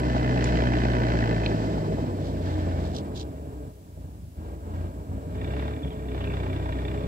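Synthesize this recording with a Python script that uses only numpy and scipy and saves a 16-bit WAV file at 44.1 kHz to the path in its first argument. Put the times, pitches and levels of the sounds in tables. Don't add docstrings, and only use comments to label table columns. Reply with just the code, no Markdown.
import sys
import numpy as np
from scipy import signal
from scipy.fft import rfft, irfft
from scipy.io import wavfile
from scipy.ndimage import uniform_filter1d

SR = 44100
rng = np.random.default_rng(int(sys.argv[2]) if len(sys.argv) > 2 else 0)


def generate_wav(sig):
    pcm = np.round(np.clip(np.atleast_2d(sig).T, -1, 1) * 32767).astype(np.int16)
    wavfile.write(sys.argv[1], SR, pcm)


N = 311787
T = np.arange(N) / SR
HZ = np.maximum(np.fft.rfftfreq(N, 1 / SR), 1)

# f/Hz, level/dB
SIDE_SPECTRUM = [(60, -26), (600, -16), (1200, -8), (2500, -5), (6000, -2)]
# f/Hz, left minus right level/dB, lag of the left side/ms
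DIRECTION_CUES = [(60, 1, .66), (130, -.3, .53), (270, -1, .35), (600, .3, .39), (1220, .5, .42),
                  (2000, -3.5, .41), (5200, -4.5, .41), (8000, 0, .41)]
# f/Hz, level/dB
AIR_SPECTRUM = [(30, 19.5), (1000, -1.5), (6000, -3), (15500, -3.5)]
THIN_SPECTRUM = [(5500, -16), (6900, -17.5), (7500, 2), (7950, -2.5), (8200, -13)]
LEAF_SPECTRUM = [(2600, -8), (3450, 4), (4600, -2), (6000, -7), (7800, -12), (9000, -22), (14000, -30)]
# t/s, level/dB, highest f/Hz
BIRD_CHIRPS = [(5.826, -45, 3450), (5.864, -46.5, 3380), (5.908, -49.5, 3300)]
# t/s, level/dB, half length/s
LEAF_BRUSHES = [(0.467, -43.5, 0.023), (2.258, -53.5, 0.042), (2.502, -54, 0.072), (2.856, -53, 0.038),
                (2.967, -43, 0.021), (3.17, -44.5, 0.013), (3.206, -44, 0.016)]
# t/s, level/dB, centre f/Hz
SLAPS_AND_SNAPS = [(.442, -26.5, 6000), (1.461, -19.5, 3300), (2.964, -33, 4300), (3.176, -37.5, 4400),
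                   (3.197, -39.5, 4900), (3.211, -37.5, 4600)]
# t/s, level/dB, centre f/Hz
LOOSE_KNOCKS = [(1.224, -24.5, 1780), (2.04, -18, 430), (2.467, -36, 1620), (2.715, -35, 1580),
                (6.206, -42, 3450), (6.216, -39.5, 2850), (6.251, -42, 2650), (6.273, -38.5, 2480),
                (6.298, -37.5, 2470), (6.318, -37, 2450), (6.786, -34, 1750)]
# t/s, f/Hz, level/dB
DRONE_COURSE = [(3.0, 432, -42), (3.6, 430, -48.5), (4.15, 425, -75.5), (5.1, 419, -60), (5.45, 425, -40.5),
                (5.9, 436.4, -42.5), (6.25, 413, -37.5), (6.6, 402.5, -49.5), (7.07, 424.4, -34)]

# t/s, firing rate/Hz
FIRING_RATE = [(0, 62), (.5, 61), (.95, 60.4), (1.3, 56.6), (1.65, 54.2), (2, 49.5), (2.6, 44),
               (2.95, 41.7), (3.3, 37.5), (3.75, 31), (4.4, 26), (4.8, 28.7), (5.3, 30.2), (5.75, 36.6),
               (6, 33), (6.25, 31.4), (6.65, 30.9), (7.07, 32.6)]
# t/s, level/dB
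ENGINE_EFFORT = [(0.0, -30), (0.33, -28), (0.62, -27.5), (0.95, -28), (2.03, -30), (2.13, -33.5),
                 (2.85, -32.5), (3.33, -41.5), (3.69, -44.5), (3.73, -55), (3.92, -54), (4.02, -47.5),
                 (4.33, -58.5), (4.4, -46), (4.53, -42.5), (4.6, -46.5), (4.67, -42), (4.83, -39.5),
                 (4.92, -43.5), (4.98, -41), (5.06, -44), (5.14, -39.5), (5.28, -40), (5.53, -36),
                 (5.68, -36.5), (5.8, -38.5), (6.05, -39.5), (6.34, -36), (7.07, -36.5)]
# t/s, opening time/s, hold/s, closing time/s, opening (0-1)
THROTTLE_PUSHES = [(-2.4, 3.0, .66, .62, 1.0), (2.41, .05, .25, .26, .44), (4.33, .04, .14, .06, .38),
                   (4.64, .1, .11, .08, .5), (5.29, .06, 1.8, .1, .28), (5.28, .3, .1, .09, .54),
                   (6.06, .1, .12, 1.8, .48)]
# f/Hz, bandwidth/Hz, level/dB
PANEL_RESONANCES = [(1840, 93, 1.5), (2370, 100, -0.5), (2770, 120, -6.5), (3530, 126, -2)]
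# f/Hz, bandwidth/Hz, lift at speed/dB, lift at idle/dB
CASTING_MODES = [(171, 12, 2, 2.5), (264.6, 7.5, 3.5, 13), (304, 23.5, 7, 6.5), (421, 23, 2, 3.5),
                 (571.2, 25, 8.5, 11), (625.8, 74, 12, 10.5), (958, 4.7, 9, 10), (1608, 67, -4.5, 7.5),
                 (1765, 36, 8, -1), (2040, 55, 9.5, -7), (2330, 150, 1, 2), (2550, 37, 9, -17),
                 (3100, 75, 8.5, -7.5)]
# t/s, thud level/dB, ring level/dB
HARD_FIRINGS = [(.163, -21, -37), (.423, -25, -25), (.62, -25, -28), (1.514, -18, -35), (1.779, -24, -50),
                (5.504, -27, -38), (5.622, -33, -32), (5.678, -38, -35), (6.205, -32, -37),
                (6.462, -28, -38), (6.657, -27, -40), (6.691, -26, -37), (6.94, -26, -35)]
# f/Hz, level/dB
KNOCK_SPECTRUM = [(1000, -4), (1800, 0), (2900, -1), (3800, -10), (5200, -9), (8000, -16)]
FAST_CLATTER = [(1000, -12), (1380, -4), (1550, 2), (2100, -10.5), (2900, -14), (4100, -12.5), (5600, -17),
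                (7700, -27.5), (8600, -43)]
IDLE_CLATTER = [(1000, 5), (1900, -3.5), (2900, -8), (3900, -13), (7000, -27)]
# f/Hz, level/dB
ROAR_SPECTRUM = [(100, -13), (145, 2.5), (235, 0.5), (370, -2.5), (490, -5.5), (620, -23)]
GROWL_SPECTRUM = [(380, -12), (490, -26.5), (660, -8), (830, -6.5), (1100, -12), (1800, -25)]
RUMBLE_SPECTRUM = [(40, -23), (51, -31), (60, 5), (70, -9), (100, -7.5), (135, -13.5), (170, -14),
                   (300, -30)]
# multiple of the firing rate, level/dB
EXHAUST_ORDERS = [(1, -3), (2, 1.5), (3, -2), (4, -1), (5, -22.5)]
# f/Hz, gain/dB
SILENCER_GAIN = [(25, -57), (42, -16), (52, -6), (61, 6.5), (73, 4), (88, 15), (105, -3.5), (122, 2),
                 (160, -4), (190, -33), (248, -0.5), (308, 18)]
# t/s, change of boom level/dB, half length/s
FIRING_STUMBLES = [(3.024, -4.5, 0.08), (3.335, -10, 0.01), (3.8, -3.5, 0.075), (4.046, 3, 0.03),
                   (4.254, 6, 0.043), (4.362, -18, 0.0088), (4.38, 7.5, 0.016), (4.81, 2.5, 0.051),
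                   (4.933, -11, 0.011), (5.06, -10, 0.018), (5.122, 5, 0.048), (5.21, -10, 0.015),
                   (5.814, -15, 0.016), (5.838, 8.5, 0.026), (5.918, -20, 0.0086)]

# level/dB at middle effort with the throttle shut, dB per dB of effort, full-throttle lift/dB
PANEL_LAW, CLATTER_LAW = (-56.5, 1.3, 13), (-53.5, 0.95, 11.02)
ROAR_LAW, GROWL_LAW = (-34.5, 1, 0), (-43.5, 0.89, 3.97)
BOOM_LAW, RUMBLE_LAW = (-32, 0.6, 4.64), (0.55, -0.16, -12.5)
MIDDLE_EFFORT_DB, KNOCK_SPREAD_DB = -35, 2.1


def from_db(db):
    return 10 ** (np.asarray(db) / 20)


def unit_power(x):
    return x / np.sqrt(np.mean(x ** 2) + 1e-20)


def in_time(rows):
    times, *columns = np.transpose(rows)
    return [np.interp(T, times, column) for column in columns]


def at_hz(points, hz):
    f, value = np.transpose(points)
    return np.interp(np.log(hz), np.log(f), value)


def bell(centre_s, half_s):
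    return np.exp(-.5 * ((T - centre_s) / half_s) ** 2)


def response(spectrum, lift_db=0):
    inside = np.minimum(1, np.minimum(HZ / spectrum[0][0], spectrum[-1][0] / HZ))
    return unit_power(from_db(at_hz(spectrum, HZ) + lift_db) * inside ** 6)


def colour(x, spectrum):
    return unit_power(irfft(rfft(x) * response(spectrum), N))


def causal(gain):
    cepstrum = irfft(np.log(gain + 1e-4), N)
    cepstrum[1:] *= 2
    return np.exp(rfft(cepstrum[:N // 2], N))


def drift(rate_hz):
    return unit_power(irfft(rfft(rng.standard_normal(N)) / (1 + (HZ / rate_hz) ** 2), N))


def evened(x, span_s):
    size = max(int(span_s * SR), 2)
    power = np.mean(np.atleast_2d(x) ** 2, axis=0)
    return x / np.sqrt(uniform_filter1d(uniform_filter1d(power, size), size) + 1e-9)


def scattered_noise():
    mid, side = rfft(rng.standard_normal((2, N)))
    return unit_power(irfft(mid + from_db(at_hz(SIDE_SPECTRUM, HZ)) * side * [[1], [-1]], N))


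def from_the_right(x):
    cues = np.array(DIRECTION_CUES)
    tilt = from_db(at_hz(cues[:, :2], HZ) / 2)
    lag_s = at_hz(cues[:, ::2], HZ) / 1000
    return irfft(rfft(x) * np.array([tilt * np.exp(-2j * np.pi * HZ * lag_s), 1 / tilt]), N)


def throttle_opening():
    return sum(opening * np.clip((T - s) / opens_s, 0, 1)
               * np.clip(1 - (T - s - opens_s - held_s) / closes_s, 0, 1)
               for s, opens_s, held_s, closes_s, opening in THROTTLE_PUSHES)


def level_of(law):
    base_db, slope, open_db = law
    effort_db = in_time(ENGINE_EFFORT)[0] - MIDDLE_EFFORT_DB
    return base_db + slope * effort_db + open_db * throttle_opening()


def hiss(air_db=-60.5, thin_db=-66.5, swell=0.56):
    roar_db = level_of(ROAR_LAW)
    swell_db = swell * (roar_db - np.median(roar_db))
    air = from_db(air_db) * colour(rng.standard_normal((2, N)), AIR_SPECTRUM)
    thin = from_db(thin_db + swell_db) * colour(rng.standard_normal((2, N)), THIN_SPECTRUM)
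    return air + thin


def bird(length_s=0.022, crest=0.3, bend_hz=1100, waver=0.025, echo_s=0.014):
    chirps = np.zeros(N)
    hoarseness = 1 + waver * drift(367)
    for s, db, top_hz in BIRD_CHIRPS:
        progress = np.clip((T - s) / length_s, 0, 1)
        hz = (top_hz - bend_hz * (progress - crest) ** 2) * hoarseness
        chirps += from_db(db) * np.sin(np.pi * progress) * np.sin(2 * np.pi * np.cumsum(hz) / SR)
    echo = np.exp(-T[:SR // 10] / echo_s) * rng.standard_normal(SR // 10)
    return chirps + signal.fftconvolve(chirps, echo / np.sqrt(2 * np.sum(echo ** 2)))[:N]


def impacts(rows, width, decay_s, count, attack_s):
    out = np.zeros(N)
    age = T[:SR // 10]
    envelope = (1 - np.exp(-(age / attack_s) ** 2)) * np.exp(-age / decay_s)
    for s, db, hz in rows:
        modes_hz = hz * (1 + width) ** np.linspace(-1, 1, count) * rng.uniform(.96, 1.04, count)
        ring = np.sin(2 * np.pi * (modes_hz[:, None] * age + rng.random((count, 1)))).sum(axis=0)
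        start = int(s * SR)
        out[start:start + len(age)] += (from_db(db) * unit_power(ring) * envelope)[:N - start]
    return out


def footsteps(grain_db=3.5):
    strokes = sum(from_db(db) * bell(s, half_s) for s, db, half_s in LEAF_BRUSHES)
    swishes = strokes * colour(scattered_noise() * from_db(grain_db * drift(180)), LEAF_SPECTRUM)
    return swishes + impacts(SLAPS_AND_SNAPS, width=0.38, decay_s=.0025, count=30, attack_s=0.0004)


def rattles():
    return impacts(LOOSE_KNOCKS, width=.07, decay_s=.0065, count=7, attack_s=0.00083)


def drone(fade_s=0.092):
    hz, db = in_time(DRONE_COURSE)
    fade_in = np.clip((T - DRONE_COURSE[0][0]) / fade_s, 0, 1)
    db = db + 2.5 * drift(15)
    hz = hz * (1 + .012 * drift(25))
    return fade_in * from_db(db) * np.sin(2 * np.pi * np.cumsum(hz) / SR)


def firing_bursts(firings, rate_hz, decay_s, spread_db):
    strength = from_db(spread_db * rng.standard_normal(1000))
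    age = (firings % 1) / rate_hz
    return evened(strength[firings.astype(int)] * np.exp(-age / decay_s), 1.0)


def knocking(firings, ring_s, spread_db, jitter_s=.0003):
    onsets = np.flatnonzero(np.diff(np.floor(firings)))
    late, size = rng.standard_normal((len(onsets), 2)).T
    blows = np.zeros(N)
    blows[np.clip(onsets + (late * jitter_s * SR).astype(int), 0, N - 1)] = from_db(spread_db * size)
    decay = np.exp(-T[:SR // 20] / ring_s)
    repeated = signal.fftconvolve(blows, decay * rng.standard_normal(len(decay)))[:N]
    fresh = signal.fftconvolve(blows, decay)[:N] * scattered_noise()
    return evened(.5 * repeated + fresh, 0.33)


def casting(x, pace, fast_spectrum, idle_spectrum):
    fast_db, idle_db = sum(np.outer(lifts, 1 / (1 + (2 * (HZ - hz) / width) ** 2))
                           for hz, width, *lifts in CASTING_MODES)
    drive = rfft(x)
    fast = irfft(drive * causal(response(fast_spectrum, fast_db)), N)
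    idle = irfft(drive * causal(response(idle_spectrum, idle_db)), N)
    return pace * fast + (1 - pace) * idle


def loose_panel(firings, start_s=5.345, chatter=0.6):
    blows = knocking(firings, ring_s=.007, spread_db=3.5) + chatter * scattered_noise()
    modes = sum((-1) ** k * from_db(db) / (1 + 2j * (HZ - hz) / width)
                for k, (hz, width, db) in enumerate(PANEL_RESONANCES))
    ringing = unit_power(irfft(rfft(blows) * modes, N))
    return from_db(level_of(PANEL_LAW)) * (T > start_s) * ringing


def bangs(pace, decay_s=0.004):
    cracks = np.zeros((2, N))
    decay = np.exp(-T[:SR // 20] / decay_s)
    for s, thud_db, ring_db in HARD_FIRINGS:
        start = int(s * SR)
        burst = decay * rng.standard_normal(len(decay))
        cracks[:, start:start + len(decay)] += from_db([[thud_db], [ring_db]]) * burst
    thud = casting(cracks[0], pace, GROWL_SPECTRUM, GROWL_SPECTRUM)
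    strike = irfft(rfft(cracks[1]) * from_db(at_hz(KNOCK_SPECTRUM, HZ)), N)
    return thud + casting(strike, pace, FAST_CLATTER, IDLE_CLATTER)


def clatter(firings, rate_hz, pace, load, knock, flutter_db=1.5, knock_db=-2.0):
    bursts = firing_bursts(firings, rate_hz, decay_s=0.19, spread_db=KNOCK_SPREAD_DB)
    envelope = from_db(flutter_db * drift(18)) + (0.026 + .2 * load) * bursts
    wash = evened(scattered_noise() * envelope, 0.86)
    cracks = from_db(knock_db) * irfft(rfft(knock) * response(KNOCK_SPECTRUM), N)
    ringing = casting(wash + cracks, pace, FAST_CLATTER, IDLE_CLATTER)
    return from_db(level_of(CLATTER_LAW)) * evened(ringing, 0.066)


def block(firings, rate_hz, pace, knock, pulse_db=-4.0, half_order_db=-4.0, thud_db=-7.0, steady=3.0):
    pulses = sum(from_db(half_order_db * (k % 2) + 5.3 * drift(5.4))
                 * np.cos(np.pi * k * firings + rng.uniform(0, 2 * np.pi))
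                 for k in range(5, 44))
    lowpass = signal.butter(4, 1300, fs=SR, output="sos")
    gusts = scattered_noise() * (steady + firing_bursts(firings, rate_hz, decay_s=0.012, spread_db=9.0))
    shaking = unit_power(signal.sosfilt(lowpass, gusts)) + from_db(pulse_db) * unit_power(pulses)
    thuds = from_db(thud_db) * unit_power(signal.sosfilt(lowpass, knock * (1 - pace / 2)))
    roar = evened(casting(shaking, pace, ROAR_SPECTRUM, ROAR_SPECTRUM), 0.16)
    growl = evened(casting(shaking + thuds, pace, GROWL_SPECTRUM, GROWL_SPECTRUM), 0.054)
    return from_db(level_of(ROAR_LAW)) * roar + from_db(level_of(GROWL_LAW)) * growl


def exhaust(firings, rate_hz, resonance_share=0.24, waver_db=.8):
    orders, power = 0, 0
    for multiple, db in EXHAUST_ORDERS:
        gain = from_db(db + at_hz(SILENCER_GAIN, multiple * rate_hz))
        waver = from_db(waver_db * drift(4))
        orders += gain * waver * np.cos(2 * np.pi * (multiple * firings + rng.random()))
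        power += gain ** 2
    rumble = evened(colour(scattered_noise(), RUMBLE_SPECTRUM), 0.39)
    boom = evened(orders, 0.015) + from_db(level_of(RUMBLE_LAW)) * rumble
    resonant_swell = (power / power.mean()) ** (resonance_share / 2)
    stumble_db = sum(db * bell(s, half_s) for s, db, half_s in FIRING_STUMBLES)
    return from_db(level_of(BOOM_LAW) + stumble_db) * resonant_swell * evened(boom, 0.046)


def engine(idle_hz=37, fast_hz=52):
    rate_hz = in_time(FIRING_RATE)[0] * (1 + .002 * drift(14))
    firings = .92 + np.cumsum(rate_hz) / SR
    pace = np.clip((rate_hz - idle_hz) / (fast_hz - idle_hz), 0, 1)
    load = np.minimum(throttle_opening(), 1) ** 2
    knock = load * knocking(firings, ring_s=.0058, spread_db=KNOCK_SPREAD_DB)
    crack = knock * (.35 + .65 * pace)
    return (exhaust(firings, rate_hz) + block(firings, rate_hz, pace, knock)
            + clatter(firings, rate_hz, pace, load, crack) + loose_panel(firings) + bangs(pace))


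def scene():
    return from_the_right(rattles() + engine() + drone() + footsteps() + bird()) + hiss()


def record(dry, cutoff_hz=15600):
    return signal.sosfilt(signal.ellip(10, .1, 90, cutoff_hz, fs=SR, output="sos"), dry)


dry = scene()
out = record(dry)
generate_wav(out)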